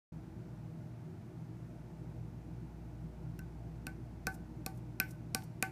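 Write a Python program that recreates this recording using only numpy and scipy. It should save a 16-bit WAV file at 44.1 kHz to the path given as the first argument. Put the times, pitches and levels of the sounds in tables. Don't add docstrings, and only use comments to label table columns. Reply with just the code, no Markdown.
import sys
import numpy as np
from scipy import signal
from scipy.fft import rfft, irfft, next_fast_len
from scipy.io import wavfile

SR = 44100
rng = np.random.default_rng(int(sys.argv[2]) if len(sys.argv) > 2 else 0)


def store_pcm(level_fs):
    pcm = np.round(np.clip(level_fs, -1, 1) * 32767).astype(np.int16)
    wavfile.write(sys.argv[1], SR, np.atleast_2d(pcm).T)


N = 251811
TIME = np.arange(N) / SR

# f/Hz, rms level before beating and wavering/dB
HUM_TONES = [(58.6, -57), (118.4, -53), (161.5, -55.5), (323.0, -68)]
# f/Hz, relative level/dB
NOISE_SPECTRUM = [(20, -45), (40, -18.5), (65, -8), (90, -4), (120, -1.5), (180, -2.5), (280, -14),
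                  (420, -19.5), (600, -27), (1070, -29.5), (2400, -36), (3200, -42.5), (6000, -44),
                  (7500, -47), (15500, -52.5)]
# f/Hz, bandwidth/Hz, relative level/dB
ROOM_MODES = [(117.2, 32, -57), (165.4, 19.5, -56.5), (236.4, 23.6, -63), (315.7, 29.7, -60),
              (366.1, 14.2, -65), (481, 13, -71.5), (612, 32.6, -70), (684, 20.3, -72), (831, 195, -69),
              (1437, 160, -80)]
# t/s, strength/dB, tilt of the bowl (0 flat, 1 edge first), push through to the tray/dB
BLOWS = [(3.3911, -32, 0.099, -16), (3.8678, -22, 0.16, -3), (4.2690, -13, 0.059, 1),
         (4.6627, -14.5, 1, -2.5), (5.0002, -10, 0.206, -8), (5.3474, -7, 0.78, -5),
         (5.6255, -8, 0.39, -1.5)]
# f/Hz, relative level/dB
CRACK_SPECTRUM = [(200, -20), (700, 17), (1100, -21), (2000, 11), (2700, -3), (3300, -5.5), (4500, 6),
                  (5600, 1), (7000, -0.5), (9000, 2), (10500, 0), (13000, 3), (16000, -10)]
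# f/Hz, level against the crack for a flat bowl/dB
GAP_MODES = [(4500, -20), (5550, -11.5)]
# f/Hz, relative level/dB, T60/s
SPOON_MODES = [(1519, 1.5, 0.095), (1445, -2.5, 0.055), (1710, -11.5, 0.11), (2100, -24, 0.12)]
TRAY_MODES = [(307.4, -20.5, 1), (459, 2, 0.037), (766.6, -2, 0.19), (872, -13.5, 0.32), (1154, -3, 0.077)]
# t/s, level/dB
PINCHED_BUBBLES = [(3.3914, -36), (5.0007, -7)]
# f/Hz, relative level/dB
REVERB_SPECTRUM = [(150, -17), (750, -7), (1500, 1.5), (2200, -10.5), (3000, -4.5), (6000, -4.5),
                   (15000, -11)]
# t/s, level of the snap/dB
PEEL_SNAPS = [(4.341, -59), (4.772, -67), (5.106, -58), (5.434, -62.5)]
# t/s, relative level/dB
FALLING_DROPS = [(5.423, -50)]

FIRM_DB = -10
CUTOFF_HZ = 15400


def from_db(db):
    return 10 ** (np.asarray(db) / 20)


def unit_rms(x):
    return x / np.sqrt(np.mean(x ** 2) + 1e-20)


def unit_energy(x):
    return x / np.sqrt(np.sum(x ** 2) + 1e-20)


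def add(track, onset_s, sound):
    start = int(round(onset_s * SR))
    track[start:start + len(sound)] += sound[:N - start]


def coloured(x, spectrum):
    size = next_fast_len(2 * len(x))
    hz, db = np.transpose(spectrum)
    grid_hz = np.maximum(np.arange(size // 2 + 1) * SR / size, 1)
    gain = from_db(np.interp(np.log(grid_hz), np.log(hz), db))
    cepstrum = irfft(np.log(gain), size)
    cepstrum[1:size // 2] *= 2
    cepstrum[size // 2 + 1:] = 0
    return irfft(rfft(x, size) * np.exp(rfft(cepstrum)), size)[:len(x)]


def band(x, low_hz, high_hz):
    return signal.sosfilt(signal.butter(2, [low_hz, high_hz], "band", fs=SR, output="sos"), x)


def narrow_noise(hz, width_hz):
    return unit_rms(band(rng.standard_normal(N), hz - width_hz / 2, hz + width_hz / 2))


def ring(hz, t60, rise_s):
    t = TIME[:SR // 2]
    return np.sin(2 * np.pi * hz * t) * from_db(-60 * t / t60) * (1 - np.exp(-t / rise_s))


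def appliance(beat_period_s, beat_crest_s, beat_depth, waver, waver_hz):
    (low_hz, low_db), *upper_tones = HUM_TONES
    beat = np.abs(1 + beat_depth * np.exp(2j * np.pi * (TIME - beat_crest_s) / beat_period_s))
    out = from_db(low_db) * beat * np.sqrt(2) * np.sin(2 * np.pi * low_hz * TIME)
    for hz, db in upper_tones:
        tone = np.sqrt(2) * np.sin(2 * np.pi * (hz * TIME + rng.random()))
        out += from_db(db) * (tone + waver * narrow_noise(hz, waver_hz))
    return out


def room_noise(broadband_db, mode_gain_db, flutter_db, flutter_hz):
    out = from_db(broadband_db) * unit_rms(coloured(rng.standard_normal(N), NOISE_SPECTRUM))
    for hz, width_hz, db in ROOM_MODES:
        flutter = np.interp(TIME * flutter_hz, np.arange(100), rng.standard_normal(100))
        out += from_db(db + mode_gain_db + flutter_db * flutter) * narrow_noise(hz, width_hz)
    return out


def crack(snap_db, squeeze_s, spray_db, spray_t60, mist_db, mist_t60, low_hz):
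    t = TIME[:SR // 3]
    burst, mist = band(rng.standard_normal((2, len(t))), low_hz, CUTOFF_HZ)
    burst *= np.exp(-(t / squeeze_s) ** 4) + from_db(spray_db - 60 * t / spray_t60)
    mist *= from_db(-60 * t / mist_t60)
    wet = unit_energy(burst) + from_db(mist_db) * unit_energy(mist)
    snap = unit_energy(np.array([-.3, .5, 1, -.2, -.4]))
    add(wet, 0.0002, from_db(snap_db) * snap)
    return coloured(unit_energy(wet), CRACK_SPECTRUM)


def air_pocket(strength_db, tilt, t60, wash_db, wash_t60):
    hz = 2474 - 9 * (strength_db - FIRM_DB)
    scoop_db = 14.5 * np.exp(-((tilt - 0.28) / 0.16) ** 2)
    t = TIME[:SR // 2]
    wash = unit_rms(band(rng.standard_normal(len(t)), low_hz=1980, high_hz=2540))
    wash *= (1 - np.exp(-t / t60)) * from_db(wash_db - 60 * t / wash_t60)
    return from_db(strength_db - 18 + scoop_db) * (ring(hz, t60, rise_s=0.00065) + wash)


def thud(strength_db, firm_level_db, growth):
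    level_db = firm_level_db + growth * (strength_db - FIRM_DB)
    return from_db(level_db) * ring(hz=210, t60=0.019, rise_s=0.0014)


def struck_metal(modes, level_db):
    return sum(from_db(level_db + db + rng.standard_normal()) * ring(hz, t60, rise_s=0.0015)
               for hz, db, t60 in modes)


def slaps(sink_s, spoon_db, tray_db, edge_gap_gain_db, edge_spoon_loss_db):
    out = np.zeros(N)
    for onset_s, strength_db, tilt, push_db in BLOWS:
        wet = crack(snap_db=-6, squeeze_s=0.0021, spray_db=-7, spray_t60=0.021,
                    mist_db=-15.5, mist_t60=0.17, low_hz=2700)
        add(out, onset_s, from_db(strength_db) * wet)
        for hz, gap_db in GAP_MODES:
            gap = unit_energy(ring(hz, t60=0.0097, rise_s=0.0013))
            add(out, onset_s, from_db(strength_db + gap_db + edge_gap_gain_db * tilt) * gap)
        pop = air_pocket(strength_db, tilt, t60=0.013, wash_db=-26.5, wash_t60=0.19)
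        fluid = thud(strength_db, firm_level_db=-23, growth=0.47)
        spoon = struck_metal(SPOON_MODES, strength_db + spoon_db - edge_spoon_loss_db * tilt)
        tray = struck_metal(TRAY_MODES, strength_db + tray_db + push_db)
        add(out, onset_s + sink_s, pop + fluid + spoon + tray)
    return out


def bubbles(hz, t60):
    out = np.zeros(N)
    for onset_s, db in PINCHED_BUBBLES:
        add(out, onset_s, from_db(db) * unit_energy(ring(hz, t60, rise_s=0.00033)))
    return out


def reverberation(x, first_echo_s, t60, gain_db):
    t = TIME[:SR // 2]
    tail = rng.standard_normal(len(t)) * from_db(-60 * t / t60) * (t > first_echo_s)
    response = coloured(unit_energy(tail), REVERB_SPECTRUM)
    return from_db(gain_db) * signal.fftconvolve(x, response)[:N]


def fizz(swell_s):
    t = TIME[:SR // 12]
    grains = rng.standard_normal(len(t)) * rng.random(len(t)) ** 2
    envelope = t / swell_s * np.exp(1 - t / swell_s)
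    return envelope * unit_rms(band(grains, low_hz=5160, high_hz=14000))


def peels(stretch_lead_s, stretch_db):
    out = np.zeros(N)
    for snap_s, db in PEEL_SNAPS:
        add(out, snap_s - stretch_lead_s, from_db(db + stretch_db) * fizz(swell_s=0.016))
        add(out, snap_s, from_db(db) * fizz(swell_s=0.004))
    return out


def drops(gain_db):
    impulses = np.zeros(N)
    for onset_s, db in FALLING_DROPS:
        add(impulses, onset_s, from_db([db + gain_db]))
    return band(impulses, low_hz=600, high_hz=4440)


def scene():
    direct = slaps(sink_s=0.00028, spoon_db=-16.5, tray_db=-24.5,
                   edge_gap_gain_db=3, edge_spoon_loss_db=19)
    direct += bubbles(hz=13440, t60=0.0011)
    direct += peels(stretch_lead_s=0.03, stretch_db=-8.5)
    direct += drops(gain_db=21)
    hum = appliance(beat_period_s=4.84, beat_crest_s=3.45, beat_depth=0.89, waver=0.34, waver_hz=9.3)
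    noise = room_noise(broadband_db=-52, mode_gain_db=-1, flutter_db=1.5, flutter_hz=12)
    echoes = reverberation(direct, first_echo_s=0.0064, t60=0.36, gain_db=-17)
    return (hum + noise + direct + echoes)[None]


def record(dry):
    opened = np.clip((TIME - 0.12) / 0.0038, 0, 1)
    low_pass = signal.ellip(10, .2, 80, CUTOFF_HZ, fs=SR, output="sos")
    return signal.sosfilt(low_pass, dry * opened)


dry = scene()
out = record(dry)
store_pcm(out)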